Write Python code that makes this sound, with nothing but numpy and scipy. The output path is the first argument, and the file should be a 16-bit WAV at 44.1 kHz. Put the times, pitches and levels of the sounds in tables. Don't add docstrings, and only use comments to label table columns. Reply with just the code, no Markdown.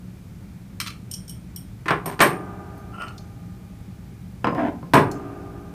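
import sys
import numpy as np
from scipy import signal
from scipy.fft import rfft, irfft
from scipy.io import wavfile
from scipy.ndimage import uniform_filter1d, minimum_filter1d

SR = 44100
rng = np.random.default_rng(int(sys.argv[2]) if len(sys.argv) > 2 else 0)


def wav_record(signal):
    frames = np.transpose(np.atleast_2d(signal))
    bounded = np.clip(frames, -1, 1)
    quanta = np.round(bounded * 32767).astype(np.int16)
    wavfile.write(sys.argv[1], SR, quanta)


N = 253117
HIT_S = np.arange(2 ** 15) / SR
HIT_HZ = np.fft.rfftfreq(len(HIT_S), 1 / SR)
SWAP_S = 2.6

# (frequency [Hz], gain [dB])
RUMBLE_SPECTRUM = [(13, -61), (22, -24), (44, -6.5), (112, 0.5), (151, -7), (176, 2.5), (193, -2.5),
                   (237, -11.5), (290, -14.5), (408, -22), (491, -26), (759, -29), (807, -32.5),
                   (900, -31.5), (1170, -59), (1980, -120)]
HISS_SPECTRUM = [(410, -22), (700, -19.5), (818, -8), (1130, -6), (1250, -5), (1900, -8.5), (2400, -7),
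                 (2630, -12), (9230, -17.5), (15500, -19)]
# (frequency [Hz], rms level [dB])
HUM_TONES = [(59, -56), (100, -58), (122, -49), (182, -49.5)]

# (time [s], ring level [dB], centre [Hz], width [octaves])
HAND_CLINKS = [(0.801, -33, 7000, 1.3), (1.1126, -32, 6400, 0.89), (1.138, -31, 5900, 0.53),
               (1.279, -43.5, 5400, 0.82), (1.294, -38, 6000, 0.99), (1.304, -47, 7600, 1.5),
               (1.5611, -35, 9000, 2.2), (2.059, -32, 12800, 1.2), (2.776, -62.5, 12000, 0.32),
               (3.018, -58, 4500, 0.95), (3.081, -56, 4470, 0.48), (3.179, -51, 4530, 0.5),
               (5.114, -46.5, 6850, 0.77)]
# (time [s], level [dB])
NUT_SNAPS = [(0.801, -27.5), (0.8118, -30.5), (.862, -36.5), (0.871, -33.5), (.879, -35), (0.903, -41)]
# (time [s], force [dB], extra bass [dB], contact corner [Hz])
TABLE_BLOWS = [(1.858, -28.5, 4, 4000), (1.882, -19, -21, 3900), (1.906, -13.5, -7, 2550),
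               (2.061, -26, 5, 900), (2.192, -24, 2, 5030), (2.204, -2, -2, 13000),
               (4.4437, -17.5, 6.5, 3580), (4.47, -19.5, -2, 3000), (4.525, -22.5, 5, 600),
               (4.584, -26.5, -8, 1300), (4.828, -33, 25.5, 1950), (4.9356, 0.5, 0.5, 9900),
               (5.010, -25, 16, 866)]
# (time [s], relative force [dB])
SKID_STROKE = [(2.058, -28), (2.105, -32), (2.15, -44)]
RUB_STROKE = [(2.925, -58), (2.955, -39.5), (2.975, -47), (3.018, -30.5), (3.062, -39.5), (3.079, -38.5),
              (3.125, -64)]
SLIDE_STROKE = [(4.55, -29), (4.575, -27.5), (4.586, -22.5), (4.66, -23.5), (4.685, -24), (4.70, -34.5)]

# (frequency [Hz], gain [dB])
SNAP_SPECTRUM = [(400, -20), (850, -13), (1150, 5), (1700, -2), (2400, 4.5), (3200, 0), (4100, 0.5),
                 (5700, -3), (7200, -10), (10000, -12.5), (15000, -20)]
SMALL_KNOCK_SPECTRUM = [(60, -41), (125, -3), (230, -7.5), (400, -1.5), (520, -8.5), (760, -6),
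                        (1200, -4.5), (1800, -7), (2600, -14.5), (3800, -20), (7000, -28), (9000, -25),
                        (15000, -47)]
LARGE_KNOCK_SPECTRUM = [(60, -24), (125, -3), (280, -1.5), (400, -2), (560, -4.5), (1050, -1.5), (1500, -9),
                        (2400, -15), (3200, -22.5), (4500, -28), (7000, -31), (9000, -29.5), (15000, -35)]
RUB_SPECTRUM = [(350, -47), (600, -14), (1010, -15), (1380, -6), (1560, -11), (2220, -18), (2940, -12),
                (3800, -36), (5320, -28), (6870, -58), (8520, -31), (10400, -52), (15000, -41)]
SLIDE_SPECTRUM = [(110, -27), (200, -2.5), (290, 7.5), (400, -9), (520, -10), (640, 1.5), (780, -4),
                  (950, -7.5), (1150, -18.5), (1600, -12.5), (2400, -24), (3300, -31.5), (4300, -44.5),
                  (8000, -53), (15000, -64)]
# (frequency [Hz], gain [dB])
SHIMMER_SPECTRUM = [(150, -9), (300, 12.5), (420, -1.5), (540, -2), (760, 5.5), (920, -5.5), (1280, -4),
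                    (1550, -5), (2000, -18.5), (2700, -18.5), (4000, -36), (9000, -72)]

# (frequency [Hz], level [dB], t60 [s])
SMALL_WRENCH_MODES = [(3010, -2, 0.12), (3240, -13, 0.36), (5490, -12, 0.17), (5550, 5.5, 0.043),
                      (5300, -16, .26), (8630, -2.5, 0.14), (8460, -3.5, 0.098), (8870, -12, 0.35),
                      (9200, -1, 0.047), (9800, -31, .25), (11070, -6, 0.14), (12100, 3.5, 0.06),
                      (13270, -12, 0.22), (14700, -14, 0.079)]
LARGE_WRENCH_MODES = [(4300, 24, 0.081), (4740, -3, 0.31), (4980, 6, 0.41), (6330, 16.5, 0.29),
                      (6680, 0, 0.28), (8425, 4, 0.18)]
NUT_MODES = [(1230, -6, 0.39), (2324, -4, 0.22), (4090, 2.5, 0.15), (5370, -5, 0.14), (14200, -11, .08)]
TABLETOP_MODES = [(134.5, -1, 0.84), (155.8, 1.5, 0.38), (230.5, -5.5, 0.83), (291, -2, 0.3),
                  (355.4, -31, 0.81), (401, 3.5, 0.43), (584.5, 16.5, 0.094), (562, -54, 0.08),
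                  (730, -78, 0.08), (770, -37, 0.11), (1011, 7, 0.071), (1050, 29, 0.21),
                  (1138, -15.5, 0.33), (1287, -4.5, 0.46), (1254, -19, 0.36), (1754, -3, 0.092),
                  (1810, -17, 0.19), (2440, 0.5, 0.26)]
STEELWORK_MODES = [(256, -21, 4.1), (285, -7.5, 5.9), (347, -3.5, 3.76), (400, -1, 3.76), (456, -14, 5),
                   (499, -10.5, 2.7), (620, -18, 3.4), (603, -10.5, 3.7), (648, -10, 5.1),
                   (712, -23.5, 2.5), (724, -4, 2.4), (757, -1.5, 1.45), (795, -18.5, 9), (812, -8, 5.7),
                   (960, -7, 2.3), (1065, -5.5, 1.7), (1200, 4, 2.2), (1170, -17, 1.03), (1270, -6.5, 2.24),
                   (1210, -4, 4.7), (1254, -6, 1.2), (1230, -4, 3.2), (1300, -39, 0.98), (1440, -11, 2.8),
                   (1546, -7.5, 3.04), (1680, -16.5, 2.2), (1740, -21.5, 5.4), (2000, -19, 2.1),
                   (2360, -21, 4)]
JAW_SQUEAL_MODES = [(1368, -2.5, 0.13), (1413, -0.5, .1), (3050, -8, 0.016), (8550, -18, 0.036)]

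# (frequency [Hz], t60 [s])
BOARD_DECAY = [(100, 0.19), (300, 0.22), (1000, 0.11), (2500, 0.18), (5000, 0.05), (14000, 0.045)]
ROOM_DECAY = [(120, 0.65), (500, 0.39), (1500, 0.29), (4000, 0.23), (9000, 0.23), (15000, 0.21)]


def gain_of(db):
    return 10 ** (np.asarray(db) / 20)


def unit_rms(x):
    return x / np.sqrt(np.mean(x ** 2) + 1e-20)


def at_level(x, db):
    return gain_of(db) * x * np.sqrt(.01 * SR / np.sum(x ** 2))


def lookup(points, hz):
    points_hz, values = np.transpose(points)
    return np.interp(np.log(hz + 1), np.log(points_hz + 1), values)


def add(mix, time_s, sound):
    part = mix[round(time_s * SR):][:len(sound)]
    part += sound[:len(part)]


def bins_hz(x):
    return np.fft.rfftfreq(len(x), 1 / SR)


def coloured(x, spectrum):
    return irfft(rfft(x) * gain_of(lookup(spectrum, bins_hz(x))), len(x))


def causal_filter(x, gain):
    log_gain = np.log(np.maximum(gain / gain.max(), 1e-5))
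    mirrored = np.r_[log_gain, log_gain[-2:0:-1]]
    response = np.exp(np.conj(signal.hilbert(mirrored)))[:len(HIT_HZ)]
    return irfft(rfft(x) * response)


def noise(gain):
    return irfft(gain * np.exp(2j * np.pi * rng.random(len(gain))))


def decaying_noise(decay, hold_s=0):
    spectrum = rfft(noise(np.ones(len(HIT_HZ))))
    decay_s = np.maximum(HIT_S - hold_s, 0)
    centres_hz = np.geomspace(60, 15000, 9)
    out = np.zeros(len(HIT_S))
    for hz, pick in zip(centres_hz, np.eye(len(centres_hz))):
        band = irfft(spectrum * lookup(np.c_[centres_hz, pick], HIT_HZ))
        out += band * gain_of(-60 * decay_s / lookup(decay, hz))
    return out


def ring(modes, t, weight=lambda hz: 1, spread=0, partials=1):
    out = np.zeros(len(t))
    for hz, db, t60_s in modes:
        cluster = sum(np.sign(push) * np.sin(2 * np.pi * hz * (1 + spread * detune) * t)
                      for push, detune in rng.standard_normal((partials, 2)))
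        out += weight(hz) * gain_of(db - 60 * t / t60_s) * cluster
    return out


def burst(decay_s):
    return rng.choice([-1, 1], len(HIT_S)) * np.sqrt(HIT_S / decay_s) * np.exp(-HIT_S / decay_s)


def drift(rate_hz):
    white = rng.standard_normal(N)
    return unit_rms(irfft(rfft(white) * np.exp(-(bins_hz(white) / rate_hz) ** 2), N))


def ventilation(rumble_db=-39.5, flutter_db=-0.33, hiss_db=-58, waver_rad=1.9):
    t = np.arange(N) / SR
    envelope = gain_of(rumble_db + flutter_db * drift(rate_hz=34))
    rumble = envelope * unit_rms(coloured(rng.standard_normal(N), RUMBLE_SPECTRUM))
    hum = sum(gain_of(db) * np.sqrt(2) * np.sin(2 * np.pi * hz * t + waver_rad * drift(rate_hz=7.3))
              for hz, db in HUM_TONES)
    hiss = gain_of(hiss_db) * unit_rms(coloured(rng.standard_normal(N), HISS_SPECTRUM))
    return rumble + hum + hiss


def clink(large, ring_db, centre_hz, octaves, extra_tick_db=0, tick_s=0.0036, rise_s=0.00047):
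    def contact(hz):
        peak = 1 / (1 + (np.log2((hz + 1) / centre_hz) / octaves) ** 2)
        return peak / (1 + (2200 / (hz + 1)) ** 4)
    t = HIT_S[:len(HIT_S) // 2]
    modes = (SMALL_WRENCH_MODES, LARGE_WRENCH_MODES)[large]
    ringing = ring(modes, t, contact, spread=(.014, .005)[large], partials=6)
    tick_db = ring_db + (-7.5, 5)[large] + extra_tick_db
    out = at_level(causal_filter(burst(tick_s), contact(HIT_HZ)), tick_db)
    add(out, 0, at_level(ringing * (1 - np.exp(-t / rise_s)), ring_db))
    return out


def wrench_clinks(fall_flat_db=-8, jolt_lag_s=(0.012, 0.007)):
    out = np.zeros(N)
    for time_s, db, centre_hz, octaves in HAND_CLINKS:
        add(out, time_s, clink(int(time_s > SWAP_S), db, centre_hz, octaves))
    for time_s, db, _, corner_hz in TABLE_BLOWS:
        large = int(time_s > SWAP_S)
        if db > fall_flat_db:
            rattle = clink(large=0, ring_db=db + (-15.5, -30)[large], centre_hz=(10800, 8800)[large],
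                           octaves=(0.76, 0.83)[large], extra_tick_db=(4.5, 7.5)[large])
            add(out, time_s + jolt_lag_s[large], rattle)
        else:
            centre_hz = (8600, 5100)[large]
            softness_db = 10 * np.log10(1 + (centre_hz / corner_hz) ** 2)
            ring_db = db + (-20, -25.5)[large] - softness_db
            add(out, time_s, clink(large, ring_db, centre_hz,
                                   octaves=(0.94, 0.081)[large], extra_tick_db=(1, -22)[large]))
    return out


def nut_snaps(crack_s=0.003, ring_db=-8):
    out = np.zeros(N)
    for time_s, db in NUT_SNAPS:
        crack = causal_filter(burst(crack_s), gain_of(lookup(SNAP_SPECTRUM, HIT_HZ)))
        ringing = ring(NUT_MODES, HIT_S, spread=0.0216, partials=3)
        add(out, time_s, at_level(crack, db) + at_level(ringing, db + ring_db))
    return out


def table_blows(modes_db=-7, steelwork_db=-19, bass_hz=400, crack_db=-6, crack_s=0.0019):
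    board, tones = np.zeros(N), np.zeros(N)
    steel_rings = steelwork(tilt=0), steelwork(tilt=0.8448)
    for time_s, db, bass_db, corner_hz in TABLE_BLOWS:
        large = int(time_s > SWAP_S)
        spectrum = (SMALL_KNOCK_SPECTRUM, LARGE_KNOCK_SPECTRUM)[large]
        chatter_s = (0.014, 0.0058)[large] * 2 ** (db / 55)

        def contact(hz):
            weight_db = lookup(spectrum, hz) + bass_db / (1 + (hz / bass_hz) ** 2)
            return gain_of(weight_db) / np.sqrt(1 + (hz / corner_hz) ** 4)
        crack = causal_filter(burst(crack_s), contact(HIT_HZ) * HIT_HZ / (HIT_HZ + bass_hz))
        body = causal_filter(decaying_noise(BOARD_DECAY, hold_s=0.56 * chatter_s), contact(HIT_HZ))
        add(board, time_s, at_level(crack, db + crack_db) + at_level(body, db))
        swell = 1 - np.exp(-HIT_S / (chatter_s / 4))
        add(tones, time_s, at_level(swell * ring(TABLETOP_MODES, HIT_S, contact), db + modes_db))
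        add(tones, time_s, gain_of(db + steelwork_db) * steel_rings[large])
    return board, tones


def steelwork(tilt, shimmer_db=-3, shimmer_t60_s=3.1):
    t = np.arange(2 ** 17) / SR
    shimmer = noise(gain_of(lookup(SHIMMER_SPECTRUM, bins_hz(t)))) * gain_of(-60 * t / shimmer_t60_s)
    strong = ring(STEELWORK_MODES, t, lambda hz: hz ** -tilt)
    return at_level(strong, 0) + at_level(shimmer, shimmer_db)


def friction(stroke, spectrum, modes, slips_per_s, spread_db, ring_db, gain_db=0):
    times_s, force_db = np.transpose(stroke)
    force = np.interp(np.arange(N) / SR, times_s, gain_of(force_db + gain_db), left=0, right=0)
    sizes = gain_of(spread_db * np.minimum(rng.exponential(1, N), 3)) * rng.choice([-1, 1], N)
    slips = sizes * (rng.random(N) < slips_per_s / SR)
    body = signal.oaconvolve(slips, ring(modes, HIT_S))[:N]
    return force * (unit_rms(coloured(slips, spectrum)) + gain_of(ring_db) * unit_rms(body))


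def room(x, wet_db, build_s=0.0019):
    tail = decaying_noise(ROOM_DECAY) * (1 - np.exp(-(HIT_S / build_s) ** 2))
    return x + gain_of(wet_db) * signal.oaconvolve(x, tail / np.linalg.norm(tail))[:N]


def scene():
    board, tones = table_blows()
    rub = friction(RUB_STROKE, RUB_SPECTRUM, JAW_SQUEAL_MODES,
                   slips_per_s=600, spread_db=1.5, ring_db=2, gain_db=-6)
    slide = friction(SLIDE_STROKE, SLIDE_SPECTRUM, TABLETOP_MODES,
                     slips_per_s=900, spread_db=1, ring_db=-17.5)
    skid = friction(SKID_STROKE, SMALL_KNOCK_SPECTRUM, TABLETOP_MODES,
                    slips_per_s=800, spread_db=2.5, ring_db=0.5, gain_db=-4)
    steel = room(wrench_clinks() + nut_snaps() + rub, wet_db=-6.5)
    wood = room(board + slide + skid, wet_db=-7)
    return (steel + wood + tones + ventilation())[None]


def record(dry, ceiling=0.73, window_samples=90, cutoff_hz=15350):
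    gain = np.minimum(1, ceiling / (abs(dry) + 1e-9))
    smooth_gain = uniform_filter1d(minimum_filter1d(gain, window_samples), window_samples)
    lowpass = signal.firwin(301, cutoff_hz, window=("kaiser", 9), fs=SR)
    return signal.oaconvolve(dry * smooth_gain, lowpass[None], "same")


dry = scene()
out = record(dry)
wav_record(out)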